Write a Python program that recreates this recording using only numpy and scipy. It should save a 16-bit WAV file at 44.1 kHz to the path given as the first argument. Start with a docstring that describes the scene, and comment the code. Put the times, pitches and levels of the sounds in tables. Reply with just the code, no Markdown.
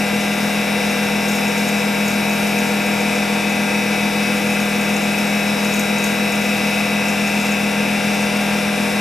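"""In a workshop, a rotary surface grinder runs steadily close by.
Periodic motion gives harmonic series: the spindle and its fan hum, the drive buzzes, a gear train sings.
Bearing tones and the switching whine of the motor supply stand over the broadband rush of cooling air,
which the resonances of the housing colour. Friction makes the wheel hiss and ring thinly on the work;
the hiss swells where the wheel bites harder, and now and then it spits a grain."""
import sys
import numpy as np
from scipy import signal
from scipy.fft import rfft, irfft, next_fast_len
from scipy.io import wavfile

SR = 44100
rng = np.random.default_rng(int(sys.argv[2]) if len(sys.argv) > 2 else 0)


def file_out(sig):
    """Save sig as 16-bit WAV at sys.argv[1]."""
    # one column per channel
    cols = np.atleast_2d(sig).T
    # limit, then scale
    lim = np.clip(cols, -1, 1)
    pcm = np.round(lim * 32767).astype(np.int16)
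    wavfile.write(sys.argv[1], SR, pcm)


N = 396923
TIME = np.arange(N) / SR
SLOW_TIME = np.linspace(0, TIME[-1], 1024)  # coarse grid for slow modulation
SPINDLE_HZ, DRIVE_HZ, GEAR_HZ, PUMP_HZ = 41.08, 40.0, 15.992, 52.47
EDGE_HZ = 15750  # upper band limit

# Rush of air round the castings. Each row: frequency in Hz, relative spectral density in dB.
AIR_SPECTRUM = [(20, -79), (45, -78), (130, -67), (300, -64.5), (600, -63.5), (850, -61), (1080, -67.5),
                (1450, -62.5), (1850, -65.5), (2400, -62), (2750, -62.5), (3050, -70), (4200, -83),
                (9000, -105)]
# Hiss of the wheel. Each row: frequency in Hz, relative spectral density in dB.
HISS_SPECTRUM = [(1500, -102), (3400, -73.5), (4300, -74.5), (5000, -71), (5450, -67.5), (6200, -70.5),
                 (6600, -75), (7400, -75), (9500, -74), (10900, -82), (12100, -77.5), (12800, -100),
                 (13600, -101), (16000, -143)]
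# Likeness of the sound at left and right. Each row: frequency in Hz, coherence from 0 to 1.
COHERENCE = [(40, .9), (130, .8), (230, .72), (400, .62), (800, .78), (1500, .89), (2500, .9), (4300, .78),
             (5500, .88), (6400, .97), (7600, .92), (12000, .95)]
# Balance of the sound field. Each row: frequency in Hz, lean (left over right) in dB.
LEAN = [(60, 11), (400, 1.8), (2400, 2.8), (4400, 2.8), (8000, 0.53), (13000, 0.23)]


def amp(db):
    """Decibels to amplitude ratio."""
    return 10 ** (np.asarray(db) / 20)


def read(points, hz):
    """Linear interpolation of a spectrum on a logarithmic frequency axis."""
    f, value = np.transpose(points)
    return np.interp(np.log(hz + 1), np.log(f), value)


def drift(top_hz, t=TIME):
    """Random modulation of unit variance: a superposition of slow sines up to top_hz."""
    f = top_hz * np.geomspace(1 / 20, 1, 20)[:, None]
    sines = np.sin(2 * np.pi * (f * SLOW_TIME + rng.random(f.shape)))
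    slow = (sines / np.sqrt(f)).sum(0)
    return np.interp(t, SLOW_TIME, (slow - slow.mean()) / slow.std())


def housed(spectrum, hz):
    """Gain of a spectrum after the resonances and antiresonances of guard, housing and wheel."""
    # Each row: centre in Hz, width in Hz, gain in dB.
    resonances = [(227, 55, 9), (328, 32, 2.5), (491, 53, 8.5), (756, 39, 3.5), (1480, 95, -5),
                  (1876, 170, -4), (4220, 140, 0), (4970, 120, -2), (5330, 190, 0.5), (6420, 140, -4),
                  (6680, 200, 4.5), (6940, 140, -1)]
    colour_db = sum(db / (1 + (2 * (hz - f) / width) ** 4) for f, width, db in resonances)
    return amp(read(spectrum, hz) + colour_db)


def stereo_gains(hz, lean_db):
    """Complex left and right gains: standing waves shift a tone's phase where coherence is low."""
    spread = 2.2 * np.sqrt(1 - read(COHERENCE, hz)) * np.clip((hz - 150) / 250, 0, 1)
    shift = spread * rng.uniform(-0.5, 1, np.shape(hz))
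    pair = np.array([amp(lean_db) * np.exp(.5j * shift), np.exp(-.5j * shift)])
    return pair / abs(pair.mean(0))


def noise(gain):
    """Partially coherent stereo noise with the amplitude spectrum gain(hz)."""
    size = next_fast_len(N, True)
    hz = np.fft.rfftfreq(size, 1 / SR)
    mid, side = rfft(rng.standard_normal((2, size)))
    side *= np.sqrt(2 / (1 + np.clip(read(COHERENCE, hz), 0, 1)) - 1)
    left = amp(read(LEAN, hz))
    pair = np.array([left * (mid + side), mid - side]) * 2 / (1 + left)
    return irfft(pair * gain(hz), size)[:, :N] * np.sqrt(SR / 2)


def shaft(rate_hz, strong, faint_db, slip_s, flutter, sway, size=32768):
    """Periodic vibration: orders (multiples of rate_hz) all sway slowly, and the faint ones flutter."""
    hz = np.arange(1, int(EDGE_HZ / rate_hz)) * rate_hz
    # Faint orders against the rush and hiss. Each row: frequency in Hz, relative level in dB.
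    faint_spectrum = [(40, -7), (300, -3.5), (700, -11.5), (1200, -2.5), (2200, -2), (3500, -1.5),
                      (5500, -1), (7000, -9), (9300, -1), (11000, -3), (14000, -31)]
    floor = np.hypot(housed(AIR_SPECTRUM, hz), housed(HISS_SPECTRUM, hz))
    density = floor * amp(read(faint_spectrum, hz) + faint_db)
    scatter_db = 3 * np.clip(rng.standard_normal(len(hz)), -2, 1.5)
    level = density * np.sqrt(rate_hz) * amp(scatter_db)
    lean_db = read(LEAN, hz) + 2 * rng.standard_normal(len(hz))
    fluttering = flutter * level
    for order, db, lean in strong:
        level[round(order) - 1], lean_db[round(order) - 1] = amp(db), lean
    pair = stereo_gains(hz, lean_db)
    position = (rate_hz * (TIME + slip_s * drift(0.681)) % 1) * size  # the speed wanders slightly

    def turning(amplitudes):
        """Fourier synthesis of one turn at random phases, repeated turn after turn."""
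        orders = pair * amplitudes * np.exp(2j * np.pi * rng.random(len(hz)))
        turn = irfft(np.pad(orders, ((0, 0), (1, 0))), size) * size / np.sqrt(2)
        return np.array([np.interp(position, np.arange(size), channel) for channel in turn])
    return turning(level) + sway * turning(level) * drift(2.013) + turning(fluttering) * drift(7)


def tones(rows, waver_rad, flicker_db):
    """Phase and amplitude modulation give each tone (Hz, dB or dB curve, lean dB) narrow sidebands."""
    spectrum = np.zeros((2, N // 2 + 1), complex)
    size = len(SLOW_TIME)
    for hz, db, lean_db in rows:
        phase = 2 * np.pi * rng.random() + waver_rad * drift(1.996, SLOW_TIME)
        envelope = amp(db + flicker_db * drift(4, SLOW_TIME)) * np.exp(1j * phase)
        sidebands = np.fft.fftshift(np.fft.fft(envelope)) / size
        bins = abs(round(hz * N / SR) + np.arange(size) - size // 2)
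        spectrum[:, bins] += stereo_gains(hz, lean_db)[:, None] * sidebands
    return irfft(spectrum, N) * N / np.sqrt(2)


def beat(depth, period_s, loudest_s, t=TIME):
    """Interference: the level in dB of a tone that beats against a weaker neighbour."""
    neighbour = depth * np.exp(2j * np.pi * (t - loudest_s) / period_s)
    return 20 * np.log10(abs(1 + neighbour))


def beating(rate_hz, orders, lean_db):
    """Rows for tones(): the nearest whole orders of a shaft, each with its own slow beat."""
    return [(round(k) * rate_hz, db + beat(depth, period_s, loudest_s, SLOW_TIME), lean_db)
            for k, db, depth, period_s, loudest_s in orders]


def spindle():
    """A gently swelling harmonic hum, strongest at the blade-passing frequency of the five-bladed fan."""
    # Each row: order, relative level in dB, lean in dB.
    harmonics = [(1, -56, 3), (2, -49, 3), (3, -45, 3), (4, -35.5, 4.5), (5, -22, 1), (6, -38, 6),
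                 (7, -38.5, 1), (8, -47, 3), (9, -45, 9), (10, -42, 6), (11, -42, -1)]
    hum = shaft(SPINDLE_HZ, harmonics, faint_db=-8, slip_s=3e-5, flutter=0.46, sway=0.067)
    return hum * amp(-0.18 + beat(depth=0.048, period_s=2.92, loudest_s=2.1))


def pump():
    """The pump's periodic motion adds a harmonic series of faint orders only."""
    return shaft(PUMP_HZ, [], faint_db=-14, slip_s=4e-5, flutter=0.27, sway=0.21)


def bearings():
    """Bearings and auxiliary motors radiate inharmonic tones, some beating with the shaft orders."""
    # Each row: frequency in Hz, relative level in dB, lean in dB.
    partials = [(53, -58, 3), (67.5, -58, 3), (116.5, -50.0, 1.0), (157.1, -49.0, 3.0), (175, -53, 3),
                (212.3, -35.5, 2.0), (237.2, -48.0, 7.0), (242.3, -42.0, 4.0), (244.2, -48.0, 6.0),
                (304, -49, 3), (437.4, -44.0, 7.0), (493.3, -38.0, 0.0), (500.1, -45.0, 1.0),
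                (505.9, -45.0, -9.0), (629.6, -46.0, 2.0), (698.6, -46.0, 2.0), (740.9, -48.0, 0.0),
                (772.7, -43.0, -1.0), (781.4, -46.0, -1.0), (787.5, -48.0, 2.0), (830.8, -46.0, 5.0),
                (922.7, -48, 2), (966.1, -47.0, 2.0), (1005.0, -48.0, 3.0), (1102, -49, 3),
                (1416.6, -46.0, 3.0), (1436.1, -47.0, 5.0), (1479.5, -48.0, 2.0), (1574.0, -43.0, 3.0),
                (1603.4, -41.0, 5.0), (1731.5, -49.0, 3.0), (1771.1, -48.0, 3.0), (1846.5, -46.0, 5.0),
                (2203.4, -43.0, 3.0), (2381.4, -47.0, 3.0), (2414.2, -41.0, 3.0), (2571.2, -40.0, 4.0)]
    return amp(0.25) * tones(partials, waver_rad=0.32, flicker_db=1.0)


def wheel_ring():
    """Friction excites the modes of wheel and work into a thin ringing; two of the lines, at 4764 and 4989 Hz,
    lie on orders of the gear shaft."""
    # Each row: frequency in Hz, level in dB, lean in dB.
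    modes = [(4495, -57, 2), (4570, -56, 2), (4624, -57, 2), (4764, -56, 2), (4989, -56, 2),
             (5332.5, -53.0, 1.0), (5387.5, -54.0, 2.0), (5410.4, -52.0, 3.0), (5496, -55, 2),
             (5642, -55, 2), (5723.6, -53.0, 2.0), (5846.7, -54.0, 1.0)]
    return tones(modes, waver_rad=0.64, flicker_db=4.5)


def cooling_air():
    """Broadband flow noise, filtered by the housing; its level wavers slightly."""
    return noise(lambda hz: housed(AIR_SPECTRUM, hz)) * amp(0.27 + 0.36 * drift(7.1))


def drive():
    """Forced vibration locked to the mains: a harmonic buzz whose loudest tones beat."""
    # Each row: order, level in dB, lean in dB.
    harmonics = [(8.0, -41.0, 2.0), (9.0, -46.0, -10.0), (12.0, -36.0, 8.0), (13.0, -41.0, 15.0),
                 (14.0, -49.0, 4.0), (16.0, -44.0, 1.0), (20.0, -42.0, 12.0), (21.0, -43.0, 1.0),
                 (22.0, -49.0, -3.0), (23.0, -39.0, 2.0), (28.0, -51.0, 1.0), (30.0, -46.0, 2.0),
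                 (33.0, -51.0, 1.0), (34.0, -47.0, 1.0), (35.0, -45.0, 2.0), (41.0, -49.0, 1.0),
                 (43.0, -51.0, 3.0), (57.0, -46.0, 1.0), (58.0, -40.0, 2.0), (59.0, -41.0, 4.0),
                 (60.0, -43.0, 2.0), (61.0, -46.0, 3.0), (62.0, -46.0, 5.0), (63.0, -44.0, 1.0),
                 (65.0, -42.0, 4.0), (67.0, -45.0, 2.0)]
    # Each row: order, level in dB, beat depth from 0 to 1, beat period and time of a maximum in seconds.
    loud_orders = [(15, -35.5, 0.12, 3.04, 2.5), (17, -38.5, 0.37, 4.4, 2), (18, -36.5, 0.22, 4.28, 4.13),
                   (50, -36.4, 0.1, 3.0, 0.93)]
    buzz = shaft(DRIVE_HZ, harmonics, faint_db=-6.5, slip_s=1e-5, flutter=0.25, sway=0.2)
    return buzz + tones(beating(DRIVE_HZ, loud_orders, lean_db=4.0), waver_rad=0.075, flicker_db=0.5)


def gears():
    """Sidebands of a 20-tooth mesh, a rattle four times a turn and singing tones that beat slowly."""
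    # Each row: order, level in dB, lean in dB.
    mesh_orders = [(69.0, -50.0, 5.0), (90.0, -46.0, 3.0), (100.0, -45.0, 4.0), (105.0, -46.0, 3.0),
                   (110.0, -48.0, 3.0), (121.0, -46.0, 6.0), (129.0, -41.0, 4.0), (139.0, -45.0, 4.0),
                   (149.0, -38.0, 4.0), (179.0, -45.0, 5.0), (249.0, -54.0, 6.0), (302.0, -56.0, 4.0),
                   (328.0, -53.0, 2.0), (332.0, -55.0, 4.0), (336.0, -52.0, 2.0), (337.0, -56.0, 2.0)]
    # Each row: order before rounding, level in dB, beat depth from 0 to 1,
    # beat period and time of a maximum in seconds.
    singing_orders = [(140.9, -37, 0.39, 10, 3.4), (158.6, -41, 0.8, 8.7, 5.5),
                      (161, -36.5, 0.82, 10.5, 4.75), (169.1, -39, 0.95, 10.6, 9.3)]
    mesh = shaft(GEAR_HZ, mesh_orders, faint_db=-9.5, slip_s=7e-5, flutter=0.29, sway=0.11)
    rattle = shaft(4 * GEAR_HZ, [], faint_db=-5.5, slip_s=7e-5, flutter=0.32, sway=0.36)
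    singing = tones(beating(GEAR_HZ, singing_orders, lean_db=4.0), waver_rad=0.56, flicker_db=-1.5)
    return mesh + rattle + singing


def whine(top_fade_db_per_s=0.3):
    """Switching in the motor supply gives a line spectrum; the highest lines slowly fade."""
    # Each row: frequency in Hz, level halfway through in dB, lean in dB.
    lines = [(3363.0, -55.0, 5.0), (3528.0, -41.0, 3.0), (3692.0, -46.0, 5.0), (3856.0, -39.0, 9.0),
             (7548.0, -46.0, 3.0), (8225.0, -58.0, 6.0), (9906.0, -61.0, 0.0), (10070.0, -49.0, 5.0),
             (10564.0, -61.0, 0.0), (11588.0, -56.0, 0.0), (11752.0, -51.0, -3.0), (11917.0, -46.0, 4.0),
             (12081.0, -51.0, 1.0), (12246.0, -55.0, 0.0), (12410, -62, 0)]
    top_hz = lines[-1][0]
    fade_db = top_fade_db_per_s * (SLOW_TIME - SLOW_TIME.mean())
    rows = [(hz, db - fade_db * (hz / top_hz) ** 3, lean) for hz, db, lean in lines]
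    return tones(rows, waver_rad=0.44, flicker_db=1.4)


def contact(attack_s=0.015, release_s=0.05):
    """Strength of the friction in dB above a light touch: each scuff sets in, holds and lets go."""
    # The wheel bites harder. Each row: start in seconds, length in seconds, rise in dB.
    scuffs = [(0.178, 0.35, 4), (0.83, 0.3, 5), (1.27, 0.43, 8.5), (2.02, 0.12, 8), (2.25, 0.37, 5),
              (2.8, 0.37, 5), (3.38, 0.27, 4), (4.33, 0.28, 8), (4.8, 0.7, 6), (5.62, 0.23, 10),
              (5.957, 0.13, 13.5), (6.3, 0.28, 7), (7.048, 0.08, 4), (7.255, 0.27, 7), (8.0, 0.45, 5)]
    contact_db = np.zeros(N)
    for start, length, db in scuffs:
        attack = (TIME - start) / attack_s
        release = 1 + (start + length - TIME) / release_s
        contact_db += db * np.clip(np.minimum(attack, release), 0, 1)
    return contact_db


def wheel_hiss(throb=0.07, level_db=-1.63, follow=0.069, flicker_db=0.65):
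    """Friction noise, amplitude-modulated by the contact and by the high spots of the turning wheel."""
    high_spots = sum(np.cos(2 * np.pi * (k * SPINDLE_HZ * TIME + rng.random())) for k in (1, 3, 4))
    hiss = noise(lambda hz: housed(HISS_SPECTRUM, hz))
    return hiss * (1 + throb * high_spots) * amp(level_db + follow * contact() + flicker_db * drift(25))


def grains(rise_s=0.00056, decay_s=0.0061, small_db=-57, small_per_s=320, scatter_db=6.0):
    """Impulsive excitation: each loose grain scratches briefly; small ones sizzle as contact hardens."""
    # Larger grains torn from the wheel. Each row: start in seconds, relative level in dB.
    large_grains = [(0.2084, -20), (0.5254, -24), (1.2845, -20), (1.3483, -21), (1.479, -21), (1.5778, -17),
                    (1.6884, -22), (2.0787, -20), (2.2962, -18), (2.5865, -21), (2.8624, -19),
                    (3.0044, -22), (3.1527, -22), (4.9636, -19), (5.1856, -20), (5.6461, -19),
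                    (5.7374, -14), (5.7942, -15), (5.9834, -21), (6.0392, -14), (6.0626, -24),
                    (6.3195, -19), (7.0838, -20), (7.2749, -24), (7.4659, -23), (7.5178, -23),
                    (8.3689, -22)]
    # Spectrum of a scratch. Each row: frequency in Hz, relative level in dB.
    grain_colour = [(2500, -32), (5500, -12), (6600, 6), (7400, -2), (9000, -9), (11300, -17), (11900, -3),
                    (13000, -11), (15500, -21)]
    arrivals = rng.random(N) < small_per_s / SR
    impulses = arrivals * amp(small_db + contact() + scatter_db * rng.standard_normal(N))
    for start, db in large_grains:
        impulses[round(start * SR)] = amp(db - 9.0)  # allows for the crest factor of noise
    t = TIME[:SR // 10]
    scratch = (1 - np.exp(-t / rise_s)) * np.exp(-t / decay_s)
    envelope = signal.oaconvolve(impulses, scratch)[:N]
    grit = noise(lambda hz: amp(read(grain_colour, hz)))
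    return envelope * grit / grit.std()


def scene():
    """Superposition of the steady running sounds and the grinding."""
    running = spindle() + pump() + bearings() + wheel_ring() + cooling_air() + drive() + gears() + whine()
    return running + wheel_hiss() + grains()


def record(dry):
    """A linear-phase low-pass filter limits the band."""
    low_pass = signal.firwin(801, EDGE_HZ, window=("kaiser", 9), fs=SR)
    return signal.oaconvolve(dry, low_pass[None], "same")


dry = scene()
out = record(dry)
file_out(out)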